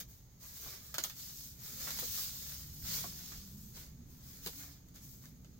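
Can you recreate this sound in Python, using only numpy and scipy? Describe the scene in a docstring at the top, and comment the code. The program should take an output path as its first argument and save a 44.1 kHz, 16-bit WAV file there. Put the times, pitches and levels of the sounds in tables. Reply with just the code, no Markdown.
"""In a small greenhouse, a gardener pulls weeds and sweeps them onto a heap of dry grass.
Countless tiny fractures superpose into the rustle of stalks and the crumbling of soil;
roots snap, and clods and feet strike the earth as damped impacts. The plastic walls return
a short, bright reverberation. A low outdoor rumble and a faint hum lie under everything."""
import sys
import numpy as np
from scipy import signal
from scipy.fft import rfft, irfft
from scipy.io import wavfile
from scipy.ndimage import uniform_filter1d

SR = 44100
rng = np.random.default_rng(int(sys.argv[2]) if len(sys.argv) > 2 else 0)


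def inscribe(sig):
    """Save sig as 16-bit PCM at rate SR to the path in sys.argv[1].

    A 1-D sig is mono; a 2-D sig holds one channel per row.
    Samples are clipped to [-1, 1] before scaling.
    """
    pcm = np.round(np.clip(np.atleast_2d(sig).T, -1, 1) * 32767)
    wavfile.write(sys.argv[1], SR, pcm.astype(np.int16))


N = 246519

# outdoor rumble: t/s, deep band level/dB, upper band level/dB
RUMBLE_LEVELS = [(0, -58.5, -58), (.3, -61.5, -63), (1.4, -61, -59.5), (1.9, -58, -54.5), (2.4, -60, -60),
                 (2.68, -55, -58), (2.86, -55.5, -52.5), (3.35, -56.5, -56.5), (4.05, -56.5, -55.5),
                 (4.75, -60, -59.5), (5.35, -61, -54.5)]
# wavering hum, perhaps a far engine: t/s, f/Hz, level/dB
HUM_GLIDE = [(2.3, 125, -69), (2.85, 166, -56.5), (3.15, 180, -53), (3.32, 186, -70.5), (3.55, 202, -55.5),
             (3.78, 218, -68), (4.03, 237, -60.5), (4.25, 252, -79), (4.62, 283, -63.5), (4.85, 278, -74),
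             (5.35, 236.4, -67)]
# weight shifting from foot to foot: t/s, envelope peak level/dB
FOOTFALLS = [(0.662, -46), (2.795, -44.5), (2.834, -44), (3.381, -42), (4.442, -50)]
# knocks of roots letting go, clods and sandals on soil: t/s, level/dB, centre f/Hz
KNOCKS = [(0.6614, -40.5, 775), (0.6686, -44, 660), (0.942, -31, 1070), (0.9827, -27.5, 670),
          (1.043, -36, 694), (1.101, -45, 1680), (1.295, -49.5, 1300), (1.8727, -31.5, 1170),
          (1.888, -39.5, 1100), (2.0226, -33, 590), (2.177, -39.5, 1210), (3.0417, -32.5, 570),
          (3.319, -40, 1150), (3.7701, -47, 650), (4.462, -33.5, 233), (4.472, -37.5, 470),
          (4.634, -49, 970), (5.2391, -53, 1300)]
# breaking stalks and roots: t/s, level/dB, tilt/(dB per octave), stem ring/dB re level
SNAPS = [(0.6732, -39, 2, -14), (0.9424, -25.5, 3.5, -22), (0.983, -20, 1.5, -12),
         (1.0381, -19.5, 2.5, -6.5), (1.0977, -33.5, -0.5, -13), (1.906, -28.5, 0.5, -18),
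         (1.9884, -29.5, -1.5, -18), (1.9974, -25, 10, -18), (2.4952, -36.5, 2, -18), (3.3095, -51, 4, -2),
         (3.3215, -42, -1.5, -7), (3.7699, -43, 0, -7), (4.4619, -27.5, 1.5, -20),
         (4.4708, -26.5, 2.5, -24), (4.8859, -49, 6, -11), (4.9598, -46, -0.5, -6), (5.2558, -44.5, -1, -5),
         (5.4462, -50, -2, -7)]
# the dying tail of a snap at the very start, then hand strokes through the grass:
# start t/s, duration/s, rustle level/dB, fizz and soil/dB re rustle
RUSTLES = [(0, 0.0011, -41.5, 4, -3.5), (0.058, 0.069, -71.5, 14.5, -5), (0.375, 0.099, -58.5, 8.5, -6.5),
           (0.488, 0.13, -55.5, 8, -8.5), (0.593, 0.11, -52.5, 4.5, -4.5), (0.7, 0.04, -65, 0.5, 5),
           (0.74, 0.15, -61, 8, -4.5), (0.995, 0.065, -54, 7, -8), (1.106, 0.15, -53, 7, -17),
           (1.275, 0.16, -56.5, 9, -38), (1.524, 0.23, -53, 7.5, -6.5), (1.75, 0.12, -45.5, 5, -7),
           (1.873, 0.1, -50, 6.5, -7.5), (1.919, 0.18, -46.5, 6.5, -20), (2.071, 0.14, -45, 7, -12.5),
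           (2.15, 0.36, -51, 6, -13), (2.523, 0.51, -58.5, 10, -35.5), (2.786, 0.18, -44, 4, -8),
           (2.894, 0.068, -44, 3, -22), (3.014, 0.3, -53, 3, -12.5), (3.33, 0.35, -68.5, 14, -34),
           (3.722, 0.073, -56, 4.5, -3.5), (4.03, 0.12, -70, 9, -6.5), (4.132, 0.24, -62, 8.5, -5),
           (4.412, 0.048, -54, 5.5, -5.5), (4.468, 0.11, -58.5, 9.5, -22), (4.556, 0.062, -59, 9.5, 0),
           (4.64, 0.077, -62, -3, -3.5), (4.932, 0.032, -63.5, 7.5, -6), (5, 0.036, -64.5, 12, -4),
           (5.011, 0.12, -71, 16.5, -4), (5.186, 0.065, -71, 13, 2)]
# stalks that keep stirring between strokes: rustle level/dB, fizz and soil/dB re rustle
STIRRING = (-76.5, 7.6, 0)

# source spectra: f/Hz, relative level/dB
DEEP_SPECTRUM = [(10, -17), (28, -12.5), (48, -8), (70, -2), (100, -11.5), (400, -46)]  # lowest band of the rumble
DRONE_SPECTRUM = [(60, -58), (110, 4), (170, 1.5), (240, -4.5), (320, -12), (480, -18), (1200, -87)]  # its upper band
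HISS_SPECTRUM = [(400, 2), (850, -0.5), (1500, -13.5), (3000, -12.5), (5600, -19), (6700, -4), (8500, -41),
                 (14000, -14)]
CRUMB_SPECTRUM = [(120, -17), (450, 1.5), (820, 0), (1450, -1), (2400, 2), (4000, -39.5), (9000, -21)]
CRACK_SPECTRUM = [(200, -23.5), (700, 4), (1500, 2.5), (2700, 5), (4000, 4), (6500, -2.5), (10000, 8),
                  (16000, -4)]
STALK_SPECTRUM = [(250, -47), (800, -16), (1500, -12), (2700, -5.5), (3700, -2.5), (5200, -2), (7500, -5.5),
                  (10000, -1.5), (16000, -9)]
BLADE_SPECTRUM = [(3000, -24), (8000, -4), (11000, -2), (15000, -2.5)]

# reverberation of the plastic walls: f/Hz, 60 dB decay time/s
WALL_DECAY = [(1000, 0.11), (4000, 0.15), (15000, 0.12)]
# likeness of the sound at the microphone's two ports: f/Hz, coherence (0 to 1)
COHERENCE = [(130, .97), (290, 0.75), (640, 0.1), (1400, 0.0038), (4000, 0.012)]
# microphone response: f/Hz, level/dB, left minus right/dB
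MIC_RESPONSE = [(64, 0, -1), (256, -1.5, -2), (800, -5.5, -4), (1380, 0, -2), (2570, -4, -1.5),
                (4210, 2.5, -2.5), (5850, 2.5, -4), (6520, 6, -3.5), (8490, -9, 8.5), (9420, -13.5, 0),
                (12340, -3.5, 0), (14260, 2, 4)]

BAND_LIMIT_HZ = 15950


def gain_of(db):
    """Amplitude ratio of a level in decibels."""
    return 10 ** (np.asarray(db) / 20)


def unit_rms(x):
    """Normalisation to unit mean power."""
    return x / np.sqrt(np.mean(x ** 2) + 1e-20)


def at_frequency(table, hz, column=1):
    """Interpolation of one column over log frequency."""
    columns = np.transpose(table)
    return np.interp(np.log(hz + 1), np.log(columns[0] + 1), columns[column])


def over_time(table):
    """Linear interpolation of each column over time, one value a sample."""
    times, *columns = np.transpose(table)
    return [np.interp(np.arange(N) / SR, times, column) for column in columns]


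def add(mix, start_s, sound):
    """Superposition of a stereo sound on the mix."""
    part = mix[:, round(start_s * SR):][:, :sound.shape[1]]
    part += sound[:, :part.shape[1]]


def impulse_response(db_at, size=2048):
    """Minimum phase: the causal click of unit energy with a given spectrum."""
    log_gain = np.log(gain_of(db_at(abs(np.fft.fftfreq(size, 1 / SR)))))
    click = np.fft.ifft(np.exp(np.conj(signal.hilbert(log_gain)))).real[:size // 2]
    return click / np.linalg.norm(click)


def coloured(x, spectrum):
    """Convolution gives every impulse in x the same spectrum."""
    click = impulse_response(lambda hz: at_frequency(spectrum, hz))
    return signal.oaconvolve(x, click[None], axes=1)[:, :N]


def port_pair(x):
    """Spatial coherence: two independent signals come to share their long waves."""
    left, other = rfft(x)
    shared = np.clip(at_frequency(COHERENCE, np.fft.rfftfreq(x.shape[1], 1 / SR)), 0, 1)
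    right = shared * left + np.sqrt(1 - shared ** 2) * other
    return irfft(np.array([left, right]), x.shape[1])


def from_left(x, lag_samples=6):
    """Path difference: sound from the left reaches the right port later."""
    return np.array([x, np.pad(x, (lag_samples, 0))[:len(x)]])


def greenhouse(x, wet_db, size=8192, echoes_per_s=11000):
    """Reverberation: dense wall reflections follow the direct sound and decay exponentially."""
    echoes = port_pair(rng.standard_normal((2, size)) * (rng.random((2, size)) < echoes_per_s / SR))
    hz, t, bands = signal.stft(echoes, SR, nperseg=128)
    decay = gain_of(-60 * t / at_frequency(WALL_DECAY, hz)[:, None])
    tail = signal.istft(bands * decay, SR, nperseg=128)[1]
    tail /= np.linalg.norm(tail, axis=1, keepdims=True)
    wet = gain_of(wet_db)
    return (x + wet * signal.oaconvolve(x, tail, axes=1)[:, :x.shape[1]]) / np.hypot(1, wet)


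def roaming(x, wet_db, stretches):
    """Reflection paths change as the hands move, so each stretch of sound has its own echoes."""
    out, hop = np.zeros((2, N)), N // stretches + 1
    for start in range(0, N, hop):
        stretch = np.pad(x[:, start:start + hop], ((0, 0), (0, SR // 5)))
        add(out, start / SR, greenhouse(stretch, wet_db))
    return out


def noise(spectrum):
    """Stationary stereo noise, filtered to a spectrum, at unit power."""
    white = rfft(port_pair(rng.standard_normal((2, N))))
    response = gain_of(at_frequency(spectrum, np.fft.rfftfreq(N, 1 / SR)))
    return unit_rms(irfft(white * response, N))


def outdoors(drone_trim_db=-1, hiss_db=-69):
    """Slow amplitude modulation: two bands of distant rumble swell and fade over steady hiss."""
    deep_db, drone_db = over_time(RUMBLE_LEVELS)
    deep = gain_of(deep_db) * noise(DEEP_SPECTRUM)
    drone = gain_of(drone_db + drone_trim_db) * noise(DRONE_SPECTRUM)
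    return deep + drone + gain_of(hiss_db) * noise(HISS_SPECTRUM)


def hum(waver_hz=9, depth=0.75):
    """Random modulation broadens a tone into a narrow band; its pitch climbs and falls back."""
    hz, db = over_time(HUM_GLIDE)
    lowpass = signal.butter(2, waver_hz, fs=SR, output="sos")
    in_phase, quadrature = unit_rms(signal.sosfilt(lowpass, rng.standard_normal((2, N))))
    phase = 2 * np.pi * (np.cumsum(hz) / SR + rng.random())
    waver = in_phase * np.cos(phase) + quadrature * np.sin(phase)
    return gain_of(db) * unit_rms(np.cos(phase) + depth * waver)


def footfalls(ground_hz=62, rise_s=0.0062):
    """Heavily damped oscillation: soft earth thumps for a cycle or two as weight lands on it."""
    out, t = np.zeros((2, N)), np.arange(SR // 10) / SR
    thump = t / rise_s * np.exp(1 - t / rise_s) * np.sin(2 * np.pi * ground_hz * t)
    for start_s, db in FOOTFALLS:
        add(out, start_s, gain_of(db) * np.array([thump, thump]))
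    return out


def fracture(spray_s, spray_db, size=12000):
    """Impulsive excitation: one main break, then an exponentially dying spray of lesser ones."""
    spray = rng.standard_normal(size) * np.exp(-np.arange(size) / SR / spray_s)
    force = gain_of(spray_db) * spray / np.linalg.norm(spray) + signal.unit_impulse(size)
    return force / np.linalg.norm(force) * np.sqrt(SR / 1000)  # energy of 1 ms at amplitude 1


def clods(skirt_db_per_octave=12):
    """Gritty impacts each excite one broad, strongly damped resonance."""
    out = np.zeros((2, N))
    for start_s, db, centre_hz in KNOCKS:
        thud = impulse_response(
            lambda hz: -skirt_db_per_octave * np.hypot(1, np.log2((hz + 20) / centre_hz)))
        knock = signal.fftconvolve(fracture(spray_s=0.0084, spray_db=2), thud)
        add(out, start_s, gain_of(db) * greenhouse(np.array([knock, knock]), wet_db=5.5))
    return out


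def crackle(per_s, spread_db, clump_db, size_cap=4, voices=12, colour_db=3):
    """A clustered Poisson process of tiny fractures, mostly faint, a few large."""
    clumps = unit_rms(uniform_filter1d(rng.standard_normal(N), round(SR / 80)))
    chance = per_s / SR * gain_of(clump_db * clumps)
    clicks = (rng.random(N) < chance) * rng.choice([-1, 1], N)
    sizes = gain_of(spread_db * np.minimum(rng.exponential(1, N), size_cap))
    clicks = clicks * sizes / np.sqrt(per_s)  # the rate sets density, not power
    voice, out = rng.integers(0, voices, N), np.zeros((2, N))
    bump_hz = np.linspace(0, BAND_LIMIT_HZ, 10)
    for k, bumps in enumerate(rng.standard_normal((voices, len(bump_hz)))):
        tick = impulse_response(lambda hz: colour_db * np.interp(hz, bump_hz, bumps - bumps.mean()), 64)
        ticks = np.convolve(clicks * (voice == k), tick)[:N]
        out += [ticks, np.roll(ticks, k - voices // 2)]  # each voice has its own direction
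    return unit_rms(out)


def soil(crumble_db):
    """Granular noise: crumbs of earth break away from the roots, one impulse each."""
    crumbs = coloured(crackle(per_s=1600, spread_db=3.5, clump_db=2.5), CRUMB_SPECTRUM)
    return roaming(gain_of(crumble_db) * crumbs, wet_db=6, stretches=48)


def straws(rustle_db):
    """Sparse brittle fractures of stiff straws grow more slowly in level than the rustle."""
    cracks = coloured(crackle(per_s=65, spread_db=3, clump_db=3, size_cap=2.5), CRACK_SPECTRUM)
    crack_db = -59 + 0.85 * (rustle_db + 50)
    return greenhouse(gain_of(crack_db) * cracks, wet_db=-2)


def dispersed(x, spread_s):
    """Dispersion: bending waves run faster at high frequency, so a stem smears its crack."""
    hz = np.fft.rfftfreq(len(x), 1 / SR)
    delay_s = spread_s * (1 - hz / hz[-1]) ** 2
    return irfft(rfft(x) * np.exp(-2j * np.pi * np.cumsum(delay_s) * hz[1]), len(x))


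def snaps(pivot_hz=5000, typical_stem_hz=6400, stem_scatter=0.077, stem_decay_s=0.00093):
    """A stalk or root fractures, then rings in free vibration at its own natural frequency."""
    out, t = np.zeros((2, N)), np.arange(256) / SR
    for start_s, db, tilt, stem_db in SNAPS:
        click = impulse_response(
            lambda hz: at_frequency(CRACK_SPECTRUM, hz) + tilt * np.log2((hz + 100) / pivot_hz))
        tear = fracture(spray_s=0.0035, spray_db=-1)
        crack = dispersed(signal.fftconvolve(tear, click), spread_s=0.000886)
        stem_hz = typical_stem_hz * (1 + stem_scatter * rng.uniform(-1.3, 1))
        stem = gain_of(stem_db) * np.sin(2 * np.pi * stem_hz * t) * np.exp(-t / stem_decay_s)
        add(out, start_s, gain_of(db) * greenhouse(from_left(crack), wet_db=2.5))
        add(out, start_s, gain_of(db) * from_left(stem))
    return out


def stroke(t, length_s, swell_share=0.71, usual_length_s=0.2, usual_settle_s=0.12):
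    """Drive and relaxation: the motion speeds up, holds and stops; then the grass settles."""
    swell = np.sin(np.pi / 2 * np.clip(t / (swell_share * length_s), 0, 1)) ** 2
    settle_s = usual_settle_s * np.sqrt(length_s / usual_length_s)
    return swell * np.exp(-(np.maximum(t - length_s, 0) / settle_s) ** 1.3)


def handwork(steps=4000):
    """Incoherent sounds add in power, giving levels of rustle, fizz (re rustle) and soil."""
    t = np.linspace(0, N / SR, steps)
    moves = [(np.ones(steps), *STIRRING)]
    moves += [(stroke(t - start_s, length_s), *levels) for start_s, length_s, *levels in RUSTLES]
    power = sum(np.outer(gain_of([db, db + fizz_db, db + soil_db]) ** 2, drag ** 2)
                for drag, db, fizz_db, soil_db in moves)
    rustle_db, blades_db, crumble_db = 10 * np.log10(power)
    return over_time(np.transpose([t, rustle_db, blades_db - rustle_db, crumble_db]))


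def grass(rustle_db, fizz_db, reference_per_s=8000, reference_db=-49.5, crowding=0.4):
    """Fracture and friction: harder dragging merges stalk ticks into a swish; fine blades rub."""
    per_s = reference_per_s * gain_of(crowding * (rustle_db - reference_db))
    ticks = crackle(per_s, spread_db=3, clump_db=1.3)
    rubbing = unit_rms(ticks + rng.standard_normal((2, N)))
    swish = coloured(ticks, STALK_SPECTRUM) + gain_of(fizz_db) * coloured(rubbing, BLADE_SPECTRUM)
    return roaming(gain_of(rustle_db) * swish, wet_db=3, stretches=144)


def scene():
    """Linear superposition of all sources at the microphone."""
    rustle_db, fizz_db, crumble_db = handwork()
    plants = grass(rustle_db, fizz_db) + straws(rustle_db) + snaps()
    return plants + soil(crumble_db) + clods() + footfalls() + outdoors() + hum()


def record(dry):
    """Linear filtering: each port's frequency response, then the band limit."""
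    hz = np.fft.rfftfreq(2 * N, 1 / SR)
    balance_db = np.array([[0.5], [-0.5]]) * at_frequency(MIC_RESPONSE, hz, column=2)
    response = gain_of(at_frequency(MIC_RESPONSE, hz) + balance_db)
    heard = irfft(rfft(dry, 2 * N) * response)[:, :N]
    lowpass = signal.firwin(801, BAND_LIMIT_HZ, window=("kaiser", 8), fs=SR)
    return signal.oaconvolve(heard, lowpass[None], "same")


dry = scene()
out = record(dry)
inscribe(out)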